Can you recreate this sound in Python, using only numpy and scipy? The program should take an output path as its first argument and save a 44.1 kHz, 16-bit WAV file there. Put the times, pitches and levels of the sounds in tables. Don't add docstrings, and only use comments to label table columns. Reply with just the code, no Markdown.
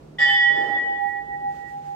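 import sys
import numpy as np
from scipy import signal
from scipy.fft import rfft, irfft
from scipy.io import wavfile
from scipy.ndimage import uniform_filter1d

SR = 44100
rng = np.random.default_rng(int(sys.argv[2]) if len(sys.argv) > 2 else 0)


def master_out(mix):
    frames = np.transpose(np.atleast_2d(mix))
    ceiling = np.clip(frames, -1, 1)
    pcm = np.round(ceiling * 32767).astype(np.int16)
    wavfile.write(sys.argv[1], SR, pcm)


N = 85995

STRIKE_S = 0.184
HALL_T60_S, HALL_SLOPE = 1.91, 0.18
LIKENESS_HZ = 320
SWAY_PER_S = 13.74
TOP_HZ = 15750


def undb(db):
    return 10 ** (np.asarray(db) / 20)


def curve(rows, t):
    rows = np.array(rows, float)
    return undb([np.interp(t, rows[:, 0], db) for db in rows.T[1:]])


def swells(rows, t):
    return sum(undb(db) * np.exp(-((t - at) / length) ** 2) for at, length, db in rows)


def unit(x):
    return x / np.sqrt(np.mean(np.abs(x) ** 2))


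def walk(rate):
    points = rng.standard_normal(size=(2, 256))
    position = np.arange(N) / SR * rate
    steps = np.array([np.interp(position, np.arange(len(p)), p) for p in points])
    return unit(uniform_filter1d(steps, int(SR / rate / 2)))


def noise(points):
    hz = np.arange(N // 2 + 1) * SR / N + 1
    f, db = np.array(points, float).T
    colour = undb(np.interp(np.log(hz), np.log(f), db))
    mid, side = rfft(rng.standard_normal((2, N)))
    alike = 0.93 / (1 + (hz / LIKENESS_HZ) ** 4)
    opposite = np.array([[1], [-1]])
    ears = mid * np.sqrt(1 + alike) + opposite * side * np.sqrt(1 - alike)
    return unit(irfft(ears * colour, N))


def narrow(hz, width_hz):
    off = (np.arange(N // 2 + 1) * SR / N - hz) / (width_hz / 2)
    skirt = np.sqrt((1 + off ** 2) * (1 + (off / 12) ** 2))
    return unit(irfft(rfft(rng.standard_normal((2, N))) / skirt, N))


def build(age, rise_s):
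    return 1 - np.exp(-age / rise_s)


def decay(age, t60):
    return np.exp(-np.log(1000) * age / t60)


def hall_t60(hz):
    return HALL_T60_S * (hz / 1000) ** -HALL_SLOPE


def hall_noise(t):
    # frequency in Hz, relative level in dB per Hz.
    hall_colour = [(25, -25), (48, -3), (65, -3.5), (100, -10.5), (180, -6), (300, -2.5), (450, -5),
                   (650, -11), (1000, -17.5), (2000, -28.5), (4000, -33.5), (8000, -39), (15000, -51)]
    # time in seconds, level in dB.
    hall_level = [(0, -47), (.17, -48.5), (.5, -55.5), (.9, -49.5), (1.4, -46.5), (1.95, -52)]
    return noise(hall_colour) * curve(hall_level, t)


def drone(t):
    # time in seconds, level in dB.
    drone_level = [(0, -47.5), (.2, -53), (.7, -54), (1.1, -67.5), (1.5, -53), (1.7, -48.5), (1.95, -50.5)]
    return narrow(150.3, width_hz=5)[0] * curve(drone_level, t)


def rustle(t):
    # centre in seconds, length in seconds, level in dB.
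    shuffles = [(1.562, 0.079, -57.5), (1.715, 0.074, -61), (1.875, 0.083, -57.5)]
    # frequency in Hz, relative level in dB per Hz.
    shuffle_colour = [(500, -12), (1500, 10.5), (4000, 0.5), (7500, -2), (10000, -13), (15000, -10)]
    # centre in seconds, length in seconds, level in dB.
    hisses = [(.63, .1, -72), (1.08, 0.1, -66.5), (1.71, .03, -70)]
    # frequency in Hz, relative level in dB per Hz.
    hiss_colour = [(2000, -11.5), (5000, -2), (10000, -1), (15500, -7.5)]
    shuffling = swells(shuffles, t) * noise(shuffle_colour)
    hissing = swells(hisses, t) * noise(hiss_colour)
    flutter = undb(1.3 * walk(50))
    return (shuffling + hissing) * flutter


def sway(hz):
    return walk(np.clip(SWAY_PER_S * np.sqrt(hz / 2000), 2, 60))


def partial(hz, rows, t, age, sway_rad):
    flutter_db = 2.02
    rows = np.array(rows, float)
    width = np.interp(t, rows[:, 0], np.clip(rows[:, -1], 0, 1))
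    ear_shift = np.array([[0.5], [-0.5]]) * np.pi * width
    phase = 2 * np.pi * hz * age + sway_rad * sway(hz)[0] + ear_shift
    level = curve(rows[:, :-1], t)
    return np.sqrt(2) * np.exp(1j * phase) * level * undb(flutter_db * sway(hz))


def tone(hz, age):
    sway_db, sway_rad = 6, 1
    wave = np.sin(2 * np.pi * hz * age + sway_rad * sway(hz))
    return np.sqrt(2) * wave * undb(sway_db * sway(hz))


def echo(hz, db, age):
    wash = narrow(hz, width_hz=23)
    return undb(db) * wash * build(age, rise_s=0.038) * decay(age, hall_t60(hz))


def low_pair(t, age):
    low_hz, beat_hz, twin_db = 809.5, 6.97, -7.5
    # time in seconds, left in dB, right in dB, width 0-1.
    low_level = [(0.24, -28, -24.5, 0.72), (0.35, -31.5, -26.5, 0.21), (0.508, -27, -20, 1),
                 (0.62, -26, -25.5, 0.76), (0.72, -28.5, -24.5, 0.13), (0.79, -34.5, -42, 0.48),
                 (0.899, -33, -25, 0.81), (1.072, -37, -22.5, 0.65), (1.201, -40, -28.5, 0.69),
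                 (1.35, -29.5, -30, 0.61), (1.49, -28.5, -25.5, 0.68), (1.63, -44.5, -32, 0.7),
                 (1.76, -34, -33, 0.62), (1.89, -36.5, -32.5, 0.76)]
    pair = unit(1 + undb(twin_db) * np.exp(-2j * np.pi * beat_hz * age))
    direct = (pair * partial(low_hz, low_level, t, age, sway_rad=0.55)).imag
    return direct * build(age, rise_s=0.047) + echo(low_hz, -37, age)


def strong_partials(t, age):
    # time in seconds, left in dB, right in dB, width 0-1.
    main_level = [(0.199, -24.5, -25, 0.28), (0.23, -18.5, -15, 0.25), (0.279, -18, -19.5, 0.36),
                  (0.339, -21, -18, 0.84), (0.39, -19.5, -13, 0.5), (0.491, -26, -11.5, 0),
                  (0.55, -28, -22.5, 0.69), (0.619, -31, -25.5, 0.05), (0.71, -46.5, -26.5, 0.36),
                  (0.76, -24.5, -27.5, 1), (0.802, -21, -27, 0), (0.87, -27, -30.5, 0.77),
                  (0.909, -29, -29.5, 1), (0.96, -25.5, -34, 0.51), (1.019, -35, -38, 0.1),
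                  (1.09, -40.5, -28.5, 0.25), (1.19, -32.5, -30.5, 0.1), (1.25, -45, -41.5, 1),
                  (1.3, -37, -37, 0.86), (1.35, -57, -33, 0.75), (1.38, -43.5, -48, 0.81),
                  (1.5, -46.5, -37.5, 0), (1.56, -64, -47, 0.48), (1.68, -56, -40, 0.7),
                  (1.77, -67, -56.5, 1), (1.92, -56.5, -64, 0.9)]
    # time in seconds, left in dB, right in dB, stereo width 0-1.
    third_level = [(0.2, -45, -35, 0.63), (0.24, -37.5, -39, 0.86), (0.291, -25.5, -28, 0.44),
                   (0.341, -33, -25.5, 0.15), (0.4, -38, -40, 0.96), (0.47, -38, -29.5, 0.18),
                   (0.6, -50, -56, 0.53), (0.66, -42, -42.5, 0.23), (0.75, -57.5, -62, 0.5),
                   (0.85, -51, -53, 0.48), (1.001, -61, -64, 0.72), (1.1, -79, -80, 0.3),
                   (1.9, -110, -110, 0.4)]
    # time in seconds, left in dB, right in dB, stereo width 0-1.
    fourth_level = [(0.199, -33, -35, 0.33), (0.24, -31.5, -41, 0.31), (0.32, -30, -41, 0.64),
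                    (0.38, -33.5, -44, 0.7), (0.44, -34, -30.5, 0.74), (0.52, -42.5, -38.5, 0.7),
                    (0.58, -37.5, -42.5, 0.16), (0.65, -61, -51, 0.9), (0.75, -44.5, -60, 0.42),
                    (0.87, -64.5, -65, 1), (0.98, -68, -57.5, 0.74), (1.15, -72.5, -78, 0.39),
                    (1.9, -110, -110, 0.61)]
    out = 0
    for hz, rows, echo_db in [(1925, main_level, -21),
                              (3045, third_level, -33.5),
                              (3445.5, fourth_level, -33.5)]:
        direct = partial(hz, rows, t, age, sway_rad=0.55).imag
        out += direct * build(age, rise_s=0.004) + echo(hz, echo_db, age)
    return out


def weak_modes(age):
    # frequency in Hz, level in dB before sway, t60 in seconds,
    # level of the diffuse echo in dB before its build-up and decay.
    modes = [(1774, -40.5, 1.3, -27.5), (1782, -26, 1.4, -31.5), (4657, -41.5, 0.81, -59),
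             (4770, -46.5, 1.3, -55), (4770, -50.5, 1.1, -55.5), (4906, -46, 0.81, -46.5),
             (4910, -41, 1.1, -54.5), (5292, -42.5, 1, -52), (5342, -43, 0.85, -55.5),
             (5491, -54.5, 1.0, -70), (5970, -60.5, 1.1, -66.5), (6928, -65, 0.89, -66),
             (7040, -56.5, .8, -57.5), (7430, -53, 1, -66), (7930, -59, .8, -70.5),
             (9157, -68.5, 0.82, -73.5), (9388, -66, 0.65, -77), (9750, -65, 0.63, -78),
             (11600, -78, .7, -81.5), (11800, -81.5, .7, -83), (12286, -71, .7, -78.5)]
    out = 0
    for hz, db, t60, echo_db in modes:
        envelope = build(age, rise_s=0.034) * decay(age, t60)
        out += undb(db) * tone(hz, age) * envelope + echo(hz, echo_db, age)
    return out


def bell(t, age):
    return low_pair(t, age) + strong_partials(t, age) + weak_modes(age)


def crash(age):
    # frequency in Hz, relative level in dB per Hz.
    crash_colour = [(200, -34), (400, -19), (560, -7.5), (1000, -11), (1400, -9), (2150, -6), (2550, -15),
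                    (3000, -5), (3750, -9.5), (4300, -20.5), (5200, -19.5), (5800, -35.5), (7200, -19.5),
                    (8500, -50.5), (15000, -51)]
    spectrum = rfft(noise(crash_colour))
    hz = np.arange(N // 2 + 1) * SR / N
    octave = np.round(np.log2(np.maximum(hz, 2 ** 8)))
    out = 0
    for k in np.unique(octave):
        band = irfft(spectrum * (octave == k), N)
        out += band * build(age, rise_s=0.016) * decay(age, 0.63 * hall_t60(2 ** k))
    return undb(-31.5) * out


def rumble(t):
    start_s, rise_s, hold_s, t60_s = 0.48, 0.033, 0.21, 1.48
    # frequency in Hz, relative level in dB per Hz.
    rumble_colour = [(100, -20), (180, -16), (260, -5.5), (400, -1), (560, -4), (750, -9.5), (1100, -14),
                     (1600, -21), (3000, -30.5), (7000, -40.5), (14000, -55)]
    age = np.maximum(t - start_s, 0)
    shape = build(age, rise_s) * decay(np.maximum(age - hold_s, 0), t60_s)
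    return undb(-36) * shape * noise(rumble_colour)


def scene():
    t = np.arange(N) / SR
    age = np.maximum(t - STRIKE_S, 0)
    surroundings = hall_noise(t) + drone(t) + rustle(t) + rumble(t)
    lean = undb([[-1.3], [1.3]])
    return bell(t, age) + crash(age) + surroundings * lean


def record(dry):
    return signal.sosfilt(signal.ellip(10, 0.2, 80, TOP_HZ, fs=SR, output="sos"), dry)


dry = scene()
out = record(dry)
master_out(out)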